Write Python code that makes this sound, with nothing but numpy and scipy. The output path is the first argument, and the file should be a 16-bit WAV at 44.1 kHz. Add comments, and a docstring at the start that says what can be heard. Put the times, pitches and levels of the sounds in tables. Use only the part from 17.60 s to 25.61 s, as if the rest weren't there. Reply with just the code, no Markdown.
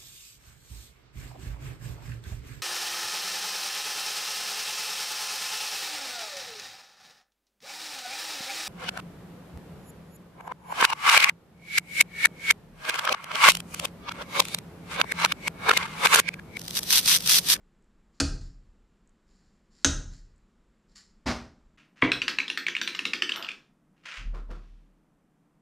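"""Furnished room, close microphone: two darts drop into a fibre dartboard lying on a light metal stand.
Jolts ring barrel and fibre, slow modes carry the board, stand and floor; hands slap on knees as grain bursts.
After a short silent gap, at a table: a small metal ring is flicked off a wooden block and hops rattling over
the top, as knocks with ringing modes. A hand sweeps loose rings aside in bursts of grains; an arm and perhaps
a knee bump the table, and the floor booms at its lowest mode. Room tone and room tails lie around it all."""
import sys
import numpy as np
from scipy import signal
from scipy.fft import rfft, irfft, next_fast_len
from scipy.io import wavfile

SR = 44100
rng = np.random.default_rng(int(sys.argv[2]) if len(sys.argv) > 2 else 0)


def nominal_scale(level):
    """Amplitude ratio for a level in decibels (scalar or array-like)."""
    x = np.asarray(level, float) / 20
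    return 10 ** x


def output_pcm(signal):
    """Save a mono or channel-first signal as 16-bit PCM at the path in sys.argv[1].

    Samples are clipped to [-1, 1] before scaling.
    """
    pcm = np.clip(np.atleast_2d(signal).T, -1, 1) * 32767
    wavfile.write(sys.argv[1], SR, np.round(pcm).astype(np.int16))


N = 353241

# Room tone at the board, then at the table: shape of the spectrum [f/Hz, level/dB]
AIR_AT_BOARD = [(12, -32), (20, -0.5), (46, -7), (120, -22), (204, -9.5), (285, -22), (328, -20),
                (718, -31.5), (1220, -30.5), (1810, -34.5), (2260, -37.5), (6400, -47.5), (7500, -41.5),
                (8400, -51), (16000, -66)]
AIR_AT_TABLE = [(12, -42), (20, -5.5), (44, -13.5), (107, -22.5), (127, -11), (154, -1.5), (248, -8.5),
                (310, -8), (357, -16), (1330, -25.5), (4300, -42), (8410, -41), (16000, -50.5)]
# Room decay before each place's liveness scales it [f/Hz, t60/s]
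ROOM_DECAY = [(60, 0.68), (250, .45), (1000, .38), (3000, 0.28), (6000, 0.36), (12000, 0.23)]
# Faint double ticks: first tick of each pair [t/s, level/dB]
TICK_PAIRS = [(0.2244, -74), (1.4744, -66.5), (2.7614, -69)]
# Modes of a tick [f/Hz, level/dB, t60/s]
TICK_MODES = [(6840, 4, 0.0092), (7860, 7, .008), (9000, -1, .005)]
# Faint rustles of flights and cloth [t/s, level/dB, t60/s, rise/s]
RUSTLE_EVENTS = [(0.52, -66, 1.3, .07), (0.8, -53, 0.28, .025), (1.66, -64.5, 0.88, .1),
                 (2.1, -54, 1.1, 0.18), (2.5, -52.5, 0.34, 0.037), (3.28, -67.5, 0.41, .02),
                 (3.352, -46, 0.23, 0.0094)]
# Spectrum of the rustles [f/Hz, level/dB]
RUSTLE_COLOUR = [(470, -56), (800, -20.5), (1920, -6), (2210, -13.5), (3450, -13.5), (4330, -1.5),
                 (5440, -3), (6130, -12.5), (7330, -0.5), (7970, -17.5), (9890, -21.5), (14000, -42)]
# Darts entering the board [t/s, jolt level/dB, extra ring f/Hz, rebound after/s, weight level/dB]
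DART_HITS = [(0.6008, -17, 5200, .0112, 4), (2.246, -14, 6500, .0158, 3.5)]
# Barrel and wire modes of a jolt [f/Hz, level/dB, t60/s]
BARREL_MODES = [(3120, -5, 0.0044), (4360, -1, 0.007), (4900, -2.5, .005), (5420, 2.5, 0.004),
                (6350, -2, 0.008), (7150, -2.5, 0.0065), (8540, -7, 0.0065), (9600, -19.5, 0.0049),
                (11000, -25, 0.004), (13000, -31.5, .003)]
# Packed fibre modes of a jolt [f/Hz, level/dB, t60/s]
FIBRE_MODES = [(990, -19.5, .008), (1530, 0.64, 0.012), (1920, -8, 0.008), (2570, -7, 0.014)]
# Spectrum of fibres parting round the point [f/Hz, level/dB]
CRUNCH_COLOUR = [(200, -16.5), (550, 1.5), (900, 1), (2300, -1.5), (3500, -5), (7000, -10), (10000, -18),
                 (15000, -25)]
# Modes of board, stand and floor [f/Hz, level/dB, t60/s, swell/s]
BOARD_MODES = [(30.2, -35.5, 1.3, .05), (38, -31.5, 0.85, 0.035), (62.4, -40.5, 0.5, .04),
               (75.6, -19, 0.23, 0.032), (112, -40.5, .7, .02), (134, -34, 0.42, 0.014),
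               (171.5, -43, .6, 0.046), (214, -35, .2, 0.0054), (274, -24.5, 0.14, 0.0019),
               (327.5, -35, 0.22, 0.0046), (413, -38.5, 0.21, .005), (498, -30.5, 0.092, 0.0077),
               (637, -39.5, 0.15, .003), (825, -39.5, 0.022, 0.0026)]
# Spectrum of hands on knees [f/Hz, level/dB]
SLAP_SPECTRUM = [(24, -27.5), (40, -14), (65, 0), (140, -7.5), (250, 1.5), (421, -10.5), (638, -9),
                 (1970, -14), (3300, -21), (5250, -19), (14000, -52)]
# Loose rings stirred [t/s, level/dB, t60/s]
RING_STIRS = [(4.171, -55.5, 0.32), (4.357, -57, 0.74), (6.36, -75, 1.1)]
# Spectrum of jostling rings, also used for the finger's drag [f/Hz, level/dB]
SWEEP_COLOUR = [(290, -55.5), (500, -18.5), (770, -22), (1290, -7), (2740, -5), (3420, -13), (6590, -22),
                (14000, -51.5)]
# Wooden block modes [f/Hz, level/dB, t60/s]
BLOCK_MODES = [(650.5, -13.5, .015), (940, -9.5, 0.013), (1180, -2.5, 0.0089), (1590, -4, .007),
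               (1990, -1, 0.018), (2500, 1.5, .006), (3100, -5.5, 0.0069), (3770, -19, .004),
               (4800, -24, 0.0036), (6500, -29, .003), (8464, -33.5, 0.002994)]
# Spectrum of the block skidding on the top [f/Hz, level/dB]
SKID_COLOUR = [(150, -19), (350, 4), (1200, 1), (3500, -5.5), (5000, -18), (9000, -34.5), (13000, -56)]
# Table frame modes [f/Hz, level/dB, t60/s]
FRAME_MODES = [(40, -39, 0.4), (131.5, -28.5, 0.22), (190, -33, 0.14), (259, -21, .14), (311, -21.5, 0.15),
               (403, -28, 0.11), (486, -22.5, .1)]
# Ring touching the table [t/s, knock level/dB, knock f/Hz, rattle level/dB before the mix]
RING_LANDINGS = [(4.518, 2.5, 2540, -12), (4.6177, -0.5, 2680, -17.5), (4.6233, -9, 2900, -24),
                 (4.6804, -0.5, 2774, -11), (4.786, -0.5, 2660, -16), (4.802, -2, 2320, -26),
                 (4.8802, -10.5, 3300, -22.5), (4.9005, -4, 2690, -18.5), (4.9743, -14.5, 3100, -15),
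                 (5.0661, -2.5, 2300, -18), (5.0836, -5, 1920, -18.5), (5.151, -4, 2300, -22.5),
                 (5.166, -4, 2770, -20.5), (5.2144, -7, 1640, -13.5), (5.2754, -8, 3460, -14),
                 (5.3487, -13, 2980, -19.5), (5.3909, -3, 2820, -18), (5.453, -4, 2570, -14),
                 (5.5339, -2.5, 2550, -13.5), (5.6214, 1.5, 2830, -14), (5.6929, -2, 2720, -16.5),
                 (5.7195, -3.5, 2920, -23.5), (5.7375, -17, 2500, -28.5), (5.7594, -34, 1430, -21.5),
                 (5.8256, -19, 2670, -26.5), (5.8461, -14.5, 2880, -32), (5.8665, -20, 2800, -41),
                 (5.8835, -22, 2500, -45), (5.8879, -8, 2500, -25), (5.9072, -18, 2440, -35),
                 (5.9162, -20, 2500, -35)]
# Table top modes [f/Hz, level/dB, t60/s]
TABLE_TOP_MODES = [(1179, -17, 0.0097), (1740, -6.5, 0.0086), (2300, 1, 0.0047), (2866, -7.5, 0.0096),
                   (3510, -4.5, 0.0073), (4248, -6, 0.0089), (5400, -9, 0.006), (6660, -15, 0.0048),
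                   (8040, -21.5, 0.0083), (10100, -29.5, 0.0043), (11550, -43.5, 0.0027),
                   (14100, -40.5, .004)]
# Metal ring modes [f/Hz, level/dB, t60/s]
METAL_RING_MODES = [(9350, -4, 0.03), (11740, -7.5, 0.04), (12100, -11, .15), (12030, -9.5, 0.12),
                    (13500, -15.5, .03)]
# Spectrum of grit under a landing or a sleeve [f/Hz, level/dB]
GRIT_COLOUR = [(300, -27.5), (700, -14.5), (1300, 0), (3000, 2), (6000, -6.5), (10000, -21.5), (13000, -32),
               (15500, -48)]
# Spectrum of the top drumming on under a landing [f/Hz, level/dB]
DRUMMING_COLOUR = [(110, -22), (200, -0.5), (330, 0.5), (520, -7.5), (750, -32)]
# Spectrum of the tipped ring grinding round its rim [f/Hz, level/dB]
WOBBLE_COLOUR = [(200, -22), (500, -3.5), (800, -6), (1400, 4), (2500, -18), (5000, -33), (12000, -55)]
# A knee pushes the table [t/s, floor mode level/dB, table frame level/dB]
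KNEE_PUSHES = [(6.575, -32, -46.5), (6.65, -21.5, -47), (6.77, -30, -51), (6.88, -28.5, -46.5),
               (7.09, -39.5, -64.5)]
# Arm on the table, at the elbow [t/s, level/dB]
ARM_BUMPS = [(6.727, -45.5), (6.889, -46)]
# Spectrum of the elbow's soft first contact [f/Hz, level/dB]
ELBOW_COLOUR = [(150, -3), (490, 0), (1100, -7), (2000, -24), (5000, -55)]
# Spectrum of the wrist's brighter tap [f/Hz, level/dB]
WRIST_COLOUR = [(88, -26), (150, 1.5), (496, -3), (753, -13), (1020, -2), (1280, -0.5), (1800, -10.5),
                (5220, -22), (14000, -43.5)]
# A sleeve drags over the top (one row) [t/s, level/dB, t60/s, rise/s]
SLEEVE_DRAG = (6.87, -63, 1.1, .08)
# Side signal, stronger towards the treble [f/Hz, side over mid level/dB]
SIDE_OVER_MID = [(100, -43), (500, -31), (1000, -28), (3000, -30.5), (5000, -21.5), (9000, -15),
                 (13000, -4)]
# Treble cut of the recorder [f/Hz, level/dB]
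RECORDER_TOP = [(14000, 0), (15400, -3.5), (16200, -25)]

GAP_START_S, GAP_END_S = 4.166, 4.173   # silent gap between the two set-ups


def rms_one(x):
    """Scale to rms 1."""
    return x / np.sqrt(np.mean(x ** 2) + 1e-20)


def coloured(x, points, share=1):
    """Weigh a signal by a smooth (f/Hz, level/dB) curve, or by a share of its dB."""
    size = next_fast_len(N + 4096)
    hz = np.maximum(np.arange(size // 2 + 1) * SR / size, 1)
    at, db = np.transpose(points)
    gain = nominal_scale(share * np.interp(np.log(hz), np.log(at), db))
    return irfft(rfft(x, size) * gain, size)[:N]


def grains(colour, per_s, spread_db):
    """Dense uneven clicks given a colour; rms 1."""
    sizes = nominal_scale(spread_db * np.minimum(rng.exponential(1, N), 5)) * rng.standard_normal(N)
    clicks = sizes * (rng.random(N) < per_s / SR)
    return rms_one(coloured(clicks, colour))


def swells(times, levels_db, t60s, rises):
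    """Gain that rises and dies away once for each event; the events add in power."""
    power = np.zeros(N)
    for s, db, t60, rise in np.broadcast(np.atleast_1d(times), levels_db, t60s, rises):
        t = np.maximum(np.arange(N) / SR - s, 0)
        power += (nominal_scale(db - 60 * t / t60) * (1 - np.exp(-t / rise))) ** 2
    return np.sqrt(power)


def strike(times, db, modes, spread_db, detune, contact_s):
    """Each blow rings all modes with its own strengths and pitch shifts; rings build up over the contact."""
    hz, mode_db, t60 = np.transpose(modes)[:, :, None]
    t = np.arange(round(t60.max() * SR)) / SR
    out = np.zeros(N + len(t))
    chance = rng.standard_normal((len(times), 2, len(modes), 1))
    sign = (-1.) ** np.arange(len(modes))[:, None]   # neighbouring modes start in opposite phase
    build_up = (1 - np.exp(-t / contact_s)) ** 2
    for s, blow_db, (strength, shift) in zip(times, db, chance):
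        level = nominal_scale(blow_db + mode_db + spread_db * strength - 60 * t / t60)
        rings = sign * level * np.sin(2 * np.pi * hz * (1 + detune * shift) * t)
        at = round(s * SR)
        out[at:at + len(t)] += rings.sum(axis=0) * build_up
    return out[:N]


def knocks(times, db, pitches_hz, t60, contact_s):
    """One short ring per blow at a pitch of its own."""
    return sum(strike([s], [d], [(hz, 0, t60)], 0, 0, contact_s) for s, d, hz in zip(times, db, pitches_hz))


def room(x, liveness, onset_s=0.0029):
    """Octave bands of noise that swell in after the first walls and die each at its own rate."""
    t, tail = np.arange(SR) / SR, 0
    at, t60 = np.transpose(ROOM_DECAY)
    for low in 30 * 2. ** np.arange(9):
        octave = signal.butter(2, [low, 2 * low], "band", fs=SR, output="sos")
        band = signal.sosfilt(octave, rng.standard_normal(SR))
        band_t60 = liveness * np.interp(np.log(low * np.sqrt(2)), np.log(at), t60)
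        tail = tail + band * nominal_scale(-60 * t / band_t60)
    tail = tail * (1 - np.exp(-(t / onset_s) ** 2))
    return signal.fftconvolve(x, tail / np.sqrt(np.sum(tail ** 2)))[:N]


def air():
    """Room tone of the two set-ups: steady noise with the spectrum of each place."""
    first = nominal_scale(-64) * rms_one(coloured(rng.standard_normal(N), AIR_AT_BOARD))
    second = nominal_scale(-66.5) * rms_one(coloured(rng.standard_normal(N), AIR_AT_TABLE))
    return np.where(np.arange(N) / SR < GAP_START_S, first, second)


def double_ticks():
    """Faint ticks that each come twice, ringing a few short high modes."""
    gap_s, loss_db = .019, 1
    s, db = np.transpose(TICK_PAIRS)
    times, levels_db = np.append(s, s + gap_s), np.append(db, db - loss_db)
    return strike(times, levels_db, TICK_MODES, spread_db=2.0, detune=0.013, contact_s=0.00018)


def rustles():
    """Flights and cloth rub in uneven grains that swell and fade."""
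    return grains(RUSTLE_COLOUR, 6000, spread_db=3.0) * swells(*np.transpose(RUSTLE_EVENTS))


def dart_cracks():
    """The point tears in by four jolts that ring barrel and, duller, fibre; then the shaft whips back."""
    jolt_gap_s, jolt_spread_db, rebound_db = .0016, 3.5, -9
    fibre_db, ring_db, crunch_db = -2, 1, -6.5   # beside the jolts
    start, peak_db, ring_hz, rebound, _ = np.transpose(DART_HITS)[:, :, None]
    chance = rng.standard_normal((len(DART_HITS), 5, 3))
    lag = np.arange(5) * jolt_gap_s * (1 + .13 * chance[..., 0])
    lag[:, -1:] = rebound
    s = (start + lag).ravel()
    hz = (ring_hz * (1 + .09 * chance[..., 1])).ravel()
    db = (peak_db + jolt_spread_db * chance[..., 2] + rebound_db * (np.arange(5) == 4)).ravel()
    barrel = strike(s, db, BARREL_MODES, 2.9, 0.052, contact_s=0.00015)
    fibre = strike(s, db + fibre_db, FIBRE_MODES, 2, 0.041, contact_s=0.00046)
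    # fibres part round the point
    parting = swells(start.ravel(), peak_db.ravel() + crunch_db, .04, .002)
    crunch = grains(CRUNCH_COLOUR, 9000, spread_db=2.0) * parting
    return barrel + fibre + crunch + knocks(s, db + ring_db, hz, t60=0.0069, contact_s=0.00023)


def board():
    """Modes of board, stand and floor; the lowest are driven through the legs and swell in late."""
    weight_lag_s = .002   # the board takes the weight
    waver_per_s, waver_rad, waver_db, steady_below_hz = 14, 2.4, 2.5, 90
    out = np.zeros(N)
    t = np.arange(2 * SR) / SR
    for s, *_, db in DART_HITS:
        at = round((s + weight_lag_s) * SR)
        steps = rng.standard_normal((len(BOARD_MODES), 2, 80))
        for (hz, mode_db, t60, swell), walks in zip(BOARD_MODES, steps):
            # the upper modes waver more and more as they die
            loose = (hz > steady_below_hz) * (1 - np.exp(-(t / .08) ** 2))
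            turn, gain = (loose * np.interp(t * waver_per_s, np.arange(80), v) for v in walks)
            level = nominal_scale(db + mode_db - 60 * t / t60 + waver_db * gain) * (1 - np.exp(-(t / swell) ** 2))
            out[at:at + len(t)] += level * np.sin(2 * np.pi * hz * t + waver_rad * turn)
    return out


def slaps():
    """Palms land on the knees in a burst of grains, then three finger pats follow one after another."""
    slap_s, slap_db, rise_s, t60_s = 3.658, -21.5, 0.014, 0.34
    finger_gap_s, finger_db, finger_loss_db, finger_t60_s = 0.018, -22.5, 5, .16
    k = np.arange(3)
    palms = swells(slap_s, slap_db, t60_s, rise_s)
    fingers = swells(slap_s + finger_gap_s * (k + 1), finger_db - finger_loss_db * k, finger_t60_s, rise_s / 2)
    return grains(SLAP_SPECTRUM, 12000, spread_db=1.5) * np.hypot(palms, fingers)


def sweep():
    """Rings jostle in dense grains; the heap slides in five slips, each a burst that dies fast."""
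    sweep_s, sweep_db, slip_gap_s, slip_loss_db = 6.454, -38.5, 0.0285, 0.05
    slip_rise_s, slip_t60_s, settle_t60_s = 0.0018, 0.16, 0.22   # the last slip settles slowly
    scuff_s, scuff_db = 0.023, -10.5   # the hand scuffs up to the heap just before
    k = np.arange(5)
    t60 = np.where(k < 4, slip_t60_s, settle_t60_s)
    slips = swells(sweep_s + slip_gap_s * k, sweep_db - slip_loss_db * k, t60, slip_rise_s)
    slips += swells(sweep_s - scuff_s, sweep_db + scuff_db, settle_t60_s, scuff_s)
    stirs = swells(*np.transpose(RING_STIRS), 0.0078)
    return grains(SWEEP_COLOUR, 2500, spread_db=2.0) * np.hypot(slips, stirs)


def finger_flick():
    """A drag, the blow and its chatter ring the block; the blow goes on into the table frame."""
    flick_s, flick_db, thud_s = 4.4229, -7, 4.4255
    chatter_s, chatter_loss_db = 0.001804, 5   # the block chatters twice
    drag_s, drag_db = 0.01, -31   # the finger drags over the block before it lets go
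    k = np.arange(3)
    t = np.arange(N) / SR - flick_s
    drag_gain = nominal_scale(drag_db) * np.clip(1 + t / drag_s, 0, 1) ** 2 * (t < 0)
    drag = grains(SWEEP_COLOUR, 8300, spread_db=3.5) * drag_gain
    # the block skids a little on the top
    skid = grains(SKID_COLOUR, 5000, spread_db=2.5) * swells(flick_s, -29, 0.31, 0.004)
    block = strike(flick_s + chatter_s * k, flick_db - chatter_loss_db * k, BLOCK_MODES,
                   spread_db=1.5, detune=0.0604, contact_s=0.00029)
    frame = strike([thud_s], [0], FRAME_MODES, spread_db=0.5, detune=0, contact_s=.0015)
    return drag + skid + block + frame


def ring_roll():
    """Small touches between the hops ring the top and crowd towards the end, as the ring wobbles down."""
    start_s, end_s, per_s, roll_db = 4.55, 5.92, 95, -46
    crowding = 0.78   # below 1 the touches crowd towards the end
    touches = rng.random((round(per_s * (end_s - start_s)), 2))
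    at = start_s + (end_s - start_s) * touches[:, 0] ** crowding
    at_db = roll_db + 10 * (touches[:, 1] - .5)
    roll = strike(at, at_db, TABLE_TOP_MODES, 4.3, 0.095, contact_s=0.00049)
    # the ring tips over and grinds round its rim
    wobble = swells(5.74, -42, 0.5, 0.018) * (np.arange(N) / SR < end_s)
    return roll + grains(WOBBLE_COLOUR, 1200, spread_db=3.0) * wobble


def ring_hops():
    """Each hop: a short knock pitched by how the ring lands, and the rattle of table top and metal."""
    chime_db, chime_per_rattle = -32, 0.98   # more chime when a landing rattles more than it knocks
    grit_db, drumming_db = -17.5, -33   # beside the rattle
    second_lag_s, second_db = (.002, .004), -8.5   # the far side lands just after the near side
    s, db, hz, rattle_db = np.transpose(RING_LANDINGS)
    metal_db = chime_db + rattle_db + chime_per_rattle * (rattle_db - db)
    rattle = strike(s, metal_db, METAL_RING_MODES, 3.5, 0.008, contact_s=0.0029)
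    rattle += strike(s, rattle_db, TABLE_TOP_MODES, 4.02, 0.087, contact_s=0.00038)
    rattle += grains(GRIT_COLOUR, 9000, spread_db=1.0) * swells(s, rattle_db + grit_db, 0.041, 0.0013)
    rattle += grains(DRUMMING_COLOUR, 3000, spread_db=1.5) * swells(s, rattle_db + drumming_db, .25, .005)
    rattle += ring_roll()
    lag, soft, shift = rng.random((len(s), 3)).T
    again = s + np.interp(lag, [0, 1], second_lag_s)
    rattle += strike(again, rattle_db + second_db, TABLE_TOP_MODES, 3.7, 0.09, contact_s=0.00038)
    knock = knocks(s, db, hz, t60=0.0076, contact_s=0.00067)
    again_db = db + second_db - 5.0 * (soft - .5)
    knock += knocks(again, again_db, hz * (1 + 0.34 * (shift - .5)), t60=0.0075, contact_s=0.00055)
    return knock, rattle


def boom():
    """A knee's pushes swing the floor at its lowest mode, with a little rumble above."""
    floor_hz, rise_s, floor_t60_s, frame_t60_s = 37.33, 0.021, 0.61, 0.67
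    s, floor_db, frame_db = np.transpose(KNEE_PUSHES)
    swing = np.sin(2 * np.pi * floor_hz * (np.arange(N) / SR - s[0]))
    low_band = signal.butter(2, [60, 170], "band", fs=SR, output="sos")
    rumble = rms_one(signal.sosfilt(low_band, rng.standard_normal(N)))
    floor = swells(s, floor_db, floor_t60_s, rise_s) * swing
    return floor + swells(s, frame_db, frame_t60_s, rise_s) * rumble


def arm_bumps():
    """The elbow lands softly, the wrist follows with a brighter tap; the sleeve drags over the top."""
    wrist_lag_s, wrist_db, rise_s, t60_s = 0.013, 0.5, 0.0036, .27
    s, db = np.transpose(ARM_BUMPS)
    elbow = grains(ELBOW_COLOUR, 3500, spread_db=1.0) * swells(s, db, t60_s, 2 * rise_s)
    sleeve = grains(GRIT_COLOUR, 9000, spread_db=1.0) * swells(*SLEEVE_DRAG)
    wrist_gain = swells(s + wrist_lag_s, db + wrist_db, t60_s, rise_s)
    return elbow + sleeve + grains(WRIST_COLOUR, 3000, spread_db=2.0) * wrist_gain


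def stereo(mid):
    """A nearly mono image: a little filtered noise-like side signal, stronger towards the treble,
    and the left with less top treble than the right."""
    lean_from_hz, lean_db = 8500, -7   # left over right, half of it on each channel
    noise_filter = rng.standard_normal(256) / 16
    side = coloured(signal.fftconvolve(mid, noise_filter)[:N], SIDE_OVER_MID)
    lean = [(lean_from_hz, 0), (1.6 * lean_from_hz, lean_db)]
    return np.array([coloured(mid, lean, share=.5) + side, coloured(mid, lean, share=-.5) - side])


def scene():
    """Near sources with some room around them, in two set-ups parted by a silent gap."""
    ticks, rustle, cracks, lows, slap = double_ticks(), rustles(), dart_cracks(), board(), slaps()
    swept, flick, (knock, rattle), bumps = sweep(), finger_flick(), ring_hops(), arm_bumps()
    # what each source sends into the room
    to_board_room = nominal_scale(-6.5) * cracks + nominal_scale(-8.5) * lows + nominal_scale(-12.5) * slap + nominal_scale(-5.5) * rustle
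    to_table_room = nominal_scale(-11.5) * knock + nominal_scale(-1.76) * rattle + nominal_scale(-5.5) * flick
    to_table_room += nominal_scale(-6.0) * swept + nominal_scale(-7.5) * bumps
    mid = room(to_board_room, liveness=1.2) + room(to_table_room, liveness=1.0, onset_s=.006)
    mid += air() + ticks + rustle + cracks + lows + slap
    mid += swept + flick + knock + nominal_scale(2.06) * rattle + boom() + bumps
    t = np.arange(N) / SR
    return stereo(mid * ((t < GAP_START_S) | (t > GAP_END_S)))


def low_pass(x):
    """Removes everything above the highest recorded frequency."""
    return signal.sosfilt(signal.butter(12, 16370, fs=SR, output="sos"), x)


def record(dry):
    """The recorder cuts the top treble of both channels."""
    mix = np.array([coloured(x, RECORDER_TOP) for x in dry])
    return low_pass(mix)


dry = scene()
out = record(dry)
output_pcm(out)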